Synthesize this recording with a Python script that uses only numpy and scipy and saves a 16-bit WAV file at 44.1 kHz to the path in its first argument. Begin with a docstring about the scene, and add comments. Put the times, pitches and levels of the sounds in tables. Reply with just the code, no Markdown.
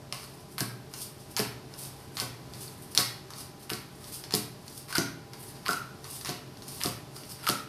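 """Dealing cards onto a wooden table

Playing cards are dealt one by one from a hand-held pack onto a pile on a wooden table in a bare room.
Each card ticks as it is gripped, hisses off the pack, snaps onto the pile and the fingers thump the table top.
Hiss and scuffs are uneven noise through card resonances; snaps are cracks that ring the card; trapped air pops
as a filtered puff; thumps are decaying table modes. A faint machine hum and air noise lie below."""
import sys
import numpy as np
from scipy import signal
from scipy.fft import rfft, irfft
from scipy.io import wavfile

SR = 44100
rng = np.random.default_rng(int(sys.argv[2]) if len(sys.argv) > 2 else 0)


def digitize_waveform(pressure):
    """Quantize a signal to 16-bit integers and store it at the path in sys.argv[1].

    Rows of a 2-D input are taken as channels; values are limited to [-1, 1].
    """
    field = np.atleast_2d(pressure).T
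    bounded = np.clip(field, -1, 1)
    quanta = np.round(bounded * 32767).astype(np.int16)
    wavfile.write(sys.argv[1], SR, quanta)


def level_to_linear(level):
    """Convert decibel levels to linear amplitude factors, elementwise."""
    exponent = np.asarray(level, float) / 20
    return 10 ** exponent


N = 338763   # length in samples


def rms_one(x):
    """Scale to rms 1."""
    return x / np.sqrt(np.mean(x ** 2) + 1e-20)


def peak_one(x):
    """Scale to height 1."""
    return x / np.abs(x).max()


def add(out, start_s, sound):
    """Mix a sound in at a time."""
    at = round(start_s * SR)
    out[at:at + len(sound)] += sound[:N - at]


def at_hz(points, hz):
    """Read a curve of (hz, value) points on a log-frequency axis."""
    point_hz, value = np.transpose(points)
    return np.interp(np.log(hz), np.log(point_hz), value)


def drift(rate_hz):
    """Slow random wander of spread 1: noise through a double low-pass, drawn at every 40th sample."""
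    r = np.exp(-2 * np.pi * rate_hz * 40 / SR)
    slow = signal.lfilter([1], [1, -2 * r, r * r], rng.standard_normal(N // 40 + 2002))
    slow = slow[2000:]   # past the filter's start
    slow = rms_one(slow - slow.mean())
    return np.interp(np.arange(N) / 40, np.arange(len(slow)), slow)


def resonate(x, peaks):
    """Parallel two-pole resonances (hz, width_hz, level_db) of alternating sign."""
    out = 0
    for k, (hz, width_hz, level_db) in enumerate(peaks):
        r = np.exp(-np.pi * width_hz / SR)
        gain = level_to_linear(level_db) * (-1) ** k * (1 - r * r) / 2
        poles = [1, -2 * r * np.cos(2 * np.pi * hz / SR), r * r]
        out = out + signal.lfilter(gain * np.array([1, 0, -1]), poles, x + 1e-18)
    return out


def rasp(size, spread_db):
    """Dense tiny catches of uneven size: the friction of paper."""
    size_db = spread_db * np.minimum(rng.exponential(1, size), 5)
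    return rms_one(level_to_linear(size_db) * rng.standard_normal(size))


# Colour of the still air in the place, only its shape counts: hz, level_db (per Hz)
AIR_SPECTRUM = [(15, -50), (25, -14), (131, -0.5), (182, -4.5), (433, -8), (496, -17.5), (600, -12.5),
                (2330, -24.5), (4860, -26), (7300, -31), (12900, -30.5), (15200, -54), (16500, -60)]


def air_noise():
    """White noise coloured like the air of the room; its level wavers a little."""
    hz = np.maximum(np.fft.rfftfreq(N, 1 / SR), 10)
    noise = irfft(rfft(rng.standard_normal(N)) * level_to_linear(at_hz(AIR_SPECTRUM, hz)), N)
    return level_to_linear(-49 + 0.81 * drift(1.0)) * rms_one(noise)


# Lines of the faint machine: pitch_hz, level_db (rms)
HUM_LINES = [(134.6, -55.5), (371.4, -64.5), (441.4, -63.5), (597.5, -66), (699.8, -87), (802.1, -64.5),
             (979.8, -83), (1001, -67)]


def machine_hum():
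    """Steady narrow lines whose phase and level waver slowly."""
    out = np.zeros(N)
    for pitch_hz, level_db in HUM_LINES:
        phase = 2 * np.pi * pitch_hz * np.arange(N) / SR
        phase += 1.11 * drift(1.55) + rng.uniform(0, 2 * np.pi)
        out += np.sqrt(2) * level_to_linear(level_db + 1.3 * drift(2.8)) * np.sin(phase)
    return out


# Resonances of a rubbed card, its treble, and the slow bending of its face: hz, width_hz, level_db
CARD_BODY = [(2940, 2360, 11.5), (4180, 860, -8.5), (5060, 2400, 13)]
CARD_TREBLE = [(8800, 2500, -2), (10800, 2500, 0), (13000, 2200, -3)]
CARD_BELLY = [(1028, 670, 8), (2160, 3450, 8.5), (3740, 290, -39)]


def card_voice(x, treble_db, belly_db):
    """Friction through the card's resonances; each part is first set to keep the level of its input."""
    unit = rng.standard_normal(SR // 4)
    body, treble, belly = (resonate(x, peaks) / np.std(resonate(unit, peaks))
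                           for peaks in (CARD_BODY, CARD_TREBLE, CARD_BELLY))
    return body + level_to_linear(treble_db) * treble + level_to_linear(belly_db) * belly


# Card face sliding on card, fastest in mid stroke: fastest_s, swell_s, fade_s, level_db, treble_db
# (level_db is at the fastest point)
STROKES = [(.14, 0.027, 0.27, -49.5, -4.5), (.39, 0.21, 0.076, -60, -2), (.525, 0.05, 0.035, -58.5, 5),
           (0.941, .01, .08, -51, -6), (1.01, 0.082, 0.057, -44.5, 1.5), (1.217, 0.096, 0.055, -58.5, -1),
           (1.324, 0.043, 0.035, -54, 1), (1.74, 0.011, 0.014, -47, -6.5), (1.836, 0.091, 0.05, -49.5, 4),
           (2.026, 0.13, 0.062, -65.5, 5), (2.158, .06, .03, -58, 4), (2.541, 0.0083, 0.041, -50.5, -7),
           (2.635, 0.13, 0.075, -50.5, 2.5), (2.82, 0.098, 0.062, -57.5, 6), (2.924, .04, 0.024, -55, 1.5),
           (3.346, 0.072, 0.051, -56, -8), (3.403, 0.076, 0.038, -43.5, -3), (3.631, 0.063, .04, -53, -2),
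           (4.04, 0.054, 0.24, -51.5, -5), (4.139, 0.16, 0.083, -49.5, 4), (4.239, .02, 0.054, -61, -5),
           (4.686, 0.08, .06, -58, -6.5), (4.76, .12, 0.068, -51.5, 1.5), (4.9, .03, 0.056, -46, -5.5),
           (5.345, 0.046, 0.18, -54.5, -6.5), (5.411, 0.045, 0.088, -57, 10),
           (5.465, .08, 0.076, -52.5, -3), (5.56, 0.021, 0.45, -55.5, -5), (6.053, 0.021, 0.037, -53, -8.5),
           (6.14, 0.098, 0.082, -45.5, 3), (6.584, 0.037, 0.032, -59, -2), (6.625, 0.011, 0.067, -58, -3),
           (6.743, .12, 0.11, -46, -0.5), (7.168, 0.054, .04, -49.5, -3), (7.251, 0.14, .1, -55.5, -1.5),
           (7.32, 0.098, 0.017, -45.5, -1.5), (7.424, .1, .04, -52.5, -6.5)]


def slide():
    """Paper friction with lone catches, a little uneven; each stroke swells to its fastest point and fades."""
    out = np.zeros(N)
    range_db = 20   # swell_s and fade_s each span this much level
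    for fastest_s, swell_s, fade_s, level_db, treble_db in STROKES:
        t = np.arange(-min(2 * swell_s, fastest_s), 2 * fade_s, 1 / SR)
        stroke_db = level_db - range_db * np.where(t < 0, -t / swell_s, t / fade_s)
        caught = rng.random(len(t)) < 80.0 / SR   # about 80 catches a second
        catches = caught * rng.standard_normal(len(t)) * level_to_linear(18.0)
        paper = (rasp(len(t), spread_db=4.0) + catches) * level_to_linear(stroke_db)
        belly_db = -5 - 1.08 * treble_db   # a brighter, lighter stroke bends the face less
        add(out, fastest_s + t[0], card_voice(paper, treble_db, belly_db))
    return out * level_to_linear(3.7 * drift(34))


# Modes of the wooden table top: pitch_hz, level_db (added to the thump's), t60_s
TABLE_MODES = [(96.5, -19, 0.35), (121.5, -2.5, 0.66), (159.7, 13, 0.23), (186.3, 5, 0.37),
               (214.6, 4, 0.36), (249, 1.5, 0.39), (286, 5.5, 0.4), (326, 3.5, 0.13), (375.8, 6, 0.22),
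               (431.5, 6.5, 0.15), (523, -2.5, 0.34), (611, 3.5, 0.14), (696, 8, 0.24), (780, 0, 0.19),
               (925, -5.5, 0.1)]
# Fingers press the card on the table: start_s, deep_db, middle_db, middle_hz (favoured), high_db
THUMPS = [(0.124, -47, -69, 393, -53), (0.606, -34, -40, 262, -50), (1.395, -35, -35, 465, -46),
          (2.217, -36, -48, 390, -50.5), (2.984, -33.5, -42.5, 330, -47), (3.715, -39, -43, 346, -52),
          (4.338, -34, -34, 390, -48.5), (4.981, -34.5, -36, 313, -41), (5.689, -52, -39.5, 414, -43.5),
          (6.288, -45, -42, 340, -46), (6.851, -30.5, -38.5, 281, -42), (7.492, -33.5, -39, 380, -43.5)]


def thumps():
    """A soft push strikes the table modes; where it lands sets which middle modes are favoured."""
    out, t = np.zeros(N), np.arange(SR // 2) / SR
    count = len(TABLE_MODES)
    for start_s, deep_db, middle_db, middle_hz, high_db in THUMPS:
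        luck_db, phase = rng.normal(0, 2.35, count), rng.uniform(0, 2 * np.pi, count)
        scatter = rng.normal(1, .025, count)   # each mode's pitch is scattered a little from thump to thump
        for k, (pitch_hz, mode_db, t60_s) in enumerate(TABLE_MODES):
            if pitch_hz < 140:
                push_db = deep_db
            elif pitch_hz > 480:
                push_db = high_db
            else:
                push_db = middle_db - 8.0 * abs(np.log2(pitch_hz / middle_hz))   # falls 8 dB per octave away
            swell = 1 - np.exp(-t * pitch_hz / 0.17)   # a fingertip is soft: each mode builds over a cycle or so
            level_db = push_db + mode_db + luck_db[k] - 60 * t / t60_s
            add(out, start_s, level_to_linear(level_db) * swell * np.sin(2 * np.pi * pitch_hz * scatter[k] * t + phase[k]))
    return out


# Air squeezed under a card: pitch_ratio (to the pop's pitch), width_hz, level_db
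AIR_POCKET = [(.8, 402, -1.5), (1, 400, 6.5), (1.17, 413, 3)]
# Air trapped under the card pops out: start_s, peak_db, pitch_hz
POPS = [(0.1241, -37.5, 1104), (0.6068, -31, 1623), (1.3753, -33.5, 910), (2.19, -36, 1115),
        (2.9825, -52, 1390), (4.9257, -29.5, 1466), (4.9553, -19.5, 1447), (5.668, -28, 1045),
        (5.6889, -16, 1403), (6.0498, -42.5, 1154), (6.8432, -29, 1197), (7.4383, -38, 1360),
        (7.4718, -18.5, 1290), (7.4875, -38, 1430)]


def pops():
    """A short rough puff rings the pocket of air under the card."""
    out, t = np.zeros(N), np.arange(SR // 8) / SR
    for start_s, peak_db, pitch_hz in POPS:
        flow = np.sin(2 * np.pi * pitch_hz * t) + 1.5 * rng.standard_normal(len(t))
        puff = t * np.exp(-t / .0014) * flow
        pocket = [(pitch_hz * ratio, width_hz, level_db) for ratio, width_hz, level_db in AIR_POCKET]
        add(out, start_s, level_to_linear(peak_db) * peak_one(resonate(puff, pocket)))
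    return out


def ring_card(crack, edge_hz, width_hz, belly_db, treble_db):
    """A crack rings the card's edge, belly and treble, balanced by their peaks; whole scaled to height 1."""
    edge, belly, treble = (peak_one(resonate(crack, peaks))
                           for peaks in ([(edge_hz, width_hz, 0)], CARD_BELLY, CARD_TREBLE))
    return peak_one(edge + level_to_linear(belly_db) * belly + level_to_linear(treble_db) * treble)


# Card edges catch and snap: start_s, peak_db, belly_db, treble_db (both against the edge), scuff_db
SNAPS = [(0.1249, -20, -3.5, -14, -28.5), (0.145, -36, -6, -19, -44), (0.5815, -21, -1, -15, -48),
         (0.606, -15, -12, -3.5, -29.5), (0.938, -26.5, -25, -20, -33), (1.3656, -14.5, -20, -21, -34),
         (1.393, -17, -14, -13, -26), (1.739, -34, -12, -16, -44), (1.8502, -32.5, -24, -10, -44),
         (2.1694, -21, -12.5, -21, -28), (2.1998, -13.5, -22, -7, -49), (2.5363, -31.5, -8, -26, -48),
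         (2.6796, -32, -23, -5, -48), (2.9497, -15.5, -4, 1, -31), (2.9757, -4.5, -8, -15, -18),
         (3.3044, -37, -19, -14, -34.5), (3.336, -31.5, -20, -19, -49), (3.7009, -20, 4, -11, -32),
         (3.7339, -21, -19, -16, -47), (4.0425, -32, -17, -21, -51), (4.2387, -31.5, -3, -25, -34),
         (4.3083, -25, 18, -10, -36), (4.3229, -32, 1, -11, -27.5), (4.339, -12, -12, -22, -43),
         (4.3501, -9, -23, 6, -45), (4.6802, -31, -12, -19, -47), (4.926, -36, 4, -3, -26),
         (4.9547, -15, -6, -6, -47), (4.9819, -12.5, -29, -30, -20.5), (5.3339, -35.5, -3, -25, -36),
         (5.6622, -19, 4, -20, -38), (5.682, -18.5, 1, -6, -23.5), (5.7005, -30, -20, -15, -45),
         (5.7095, -23.5, -15, -17, -45), (5.724, -31, -20, -6, -45), (5.7309, -23.5, -19, -3, -27.5),
         (6.043, -31, -15, -17, -38), (6.2114, -36, -3, -15, -35), (6.248, -27, -12, -15, -30),
         (6.258, -27, -4, -18, -34), (6.2726, -27, -6, -9, -48), (6.2922, -17.5, -25, -25, -40),
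         (6.572, -40, -16, -14, -45), (6.6217, -33.5, -25, -18, -40), (6.814, -18, 3, -12, -48),
         (6.8358, -13, -11, -3, -38), (6.8525, -34, -20, -7, -43), (6.8589, -17, -24, -18, -43),
         (7.1645, -37, -16, -13, -38), (7.235, -36.5, -1, -15, -46), (7.444, -34, -1, -10, -39),
         (7.468, -15, 14, -1.5, -32), (7.4775, -24, -15, -10, -33), (7.4873, -16.5, -23, -24, -48),
         (7.4893, -9, -0.5, -3.5, -25.5), (7.4976, -15, -23, -18, -35)]


def snaps():
    """A crack, frayed over about a millisecond, rings the card, and a scuff dies away behind.
    Returns the sound towards the listener and the more even sound sent to all sides."""
    out, around, scuffs, t = np.zeros(N), np.zeros(N), np.zeros(N), np.arange(SR // 8) / SR
    click = 1. * (np.arange(len(t)) == round(.0005 * SR))
    for start_s, peak_db, belly_db, treble_db, scuff_db in SNAPS:
        edge_hz = 4750 * (1 + .04 * rng.standard_normal())   # the edge's ring differs from snap to snap
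        fray = .35 * rng.standard_normal(len(t)) * np.exp(-t / .001)   # the edge frays as it lets go
        direct = ring_card(click + fray, edge_hz, 1320, belly_db, treble_db)
        spread = ring_card(click, edge_hz, 3200, belly_db + 2.0, treble_db + 4.5)
        add(out, start_s, level_to_linear(peak_db) * direct)
        add(around, start_s, level_to_linear(peak_db) * spread)
        add(scuffs, start_s, level_to_linear(scuff_db) * rasp(len(t), spread_db=-1.5) * np.exp(-t / 0.0035))
    scuffs = card_voice(scuffs, treble_db=-11.5, belly_db=-0.5)
    return out + scuffs, around + scuffs


# The card flattens and drags over the pile: start_s, length_s, level_db, treble_db
BRUSHES = [(0.58, 0.03, -40.5, -1), (1.367, 0.042, -37.5, -1), (2.174, 0.05, -41, -3.5),
           (2.959, 0.029, -40.5, -8), (2.977, 0.031, -33, 1), (3.693, 0.047, -45, 0),
           (4.332, 0.018, -40, 1), (4.93, 0.037, -61, 5), (4.95, 0.021, -33, -3.5), (5.651, 0.022, -44, -8),
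           (5.686, 0.038, -50, 6.5), (6.252, 0.047, -41.5, -4), (6.8, 0.081, -45, 0.5),
           (7.43, 0.046, -49, -0.5), (7.47, 0.04, -43, 3)]


def brushes():
    """Crackling friction that swells in over a few milliseconds and dies when the card lies flat."""
    out, t = np.zeros(N), np.arange(SR // 8) / SR
    for start_s, length_s, level_db, treble_db in BRUSHES:
        swell = np.clip(t / 0.002, 0, 1)
        fade = np.exp(np.minimum(length_s - t, 0) / 0.0045)
        crackle = level_to_linear(level_db) * swell * fade * rasp(len(t), spread_db=7.5)
        add(out, start_s, card_voice(crackle, treble_db, belly_db=4))
    return out


# How long the bare room rings: hz, t60_s
ROOM_T60 = [(100, 0.89), (300, 0.64), (1000, 0.51), (3000, 0.53), (8000, 0.35), (14000, 0.38)]
# Nearest wall, a path some 2.2 m longer than the direct one: delay_s, level_db
ECHOES = [(.0065, -18)]


def room(x):
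    """A wall echo and a diffuse tail that swells in after 3 ms and dies band by band."""
    t, tail = np.arange(SR) / SR, 0
    edges = 50 * 2 ** np.arange(0, 8.6, .5)   # half-octave bands
    for low, high in zip(edges, edges[1:]):
        band_filter = signal.butter(2, [low, high], "band", fs=SR, output="sos")
        band = signal.sosfilt(band_filter, rng.standard_normal(SR))
        tail = tail + band * level_to_linear(-60 * t / at_hz(ROOM_T60, np.sqrt(low * high)))
    tail = tail * np.clip((t - .003) / 0.0009, 0, 1)
    response = level_to_linear(-.5) * tail / np.sqrt(np.sum(tail ** 2))   # tail energy in dB
    for delay_s, level_db in ECHOES:
        response[round(delay_s * SR)] += level_to_linear(level_db)
    return signal.fftconvolve(x, response)[:N]


def scene():
    """Cards and table, their room, and the background."""
    crack, crack_around = snaps()
    paper = brushes() + pops() + slide()
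    table = thumps()
    # thumps are sent to the room 10 dB lower, keeping the low tail free of boom
    stirred = crack_around + paper + level_to_linear(-10.0) * table
    mix = crack + paper + table + room(stirred) + air_noise() + machine_hum()
    return mix[None, :]


def band_limit(x):
    """A steep low-pass at the top of the band."""
    return signal.sosfilt(signal.butter(12, 16650, fs=SR, output="sos"), x)


# Resonance of the microphone's port, added to everything it hears: hz, width_hz, level_db
MICROPHONE_PORT = (4900, 1200, -7.0)


def record(dry):
    """The microphone port lifts a band; the lowest bass and the top are lost."""
    x = dry + resonate(dry, [MICROPHONE_PORT])
    x = signal.sosfilt(signal.butter(2, 45, "high", fs=SR, output="sos"), x)
    x = signal.sosfilt(signal.cheby2(8, 50, 16300, fs=SR, output="sos"), x)
    return band_limit(x)


dry = scene()
out = record(dry)
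digitize_waveform(out)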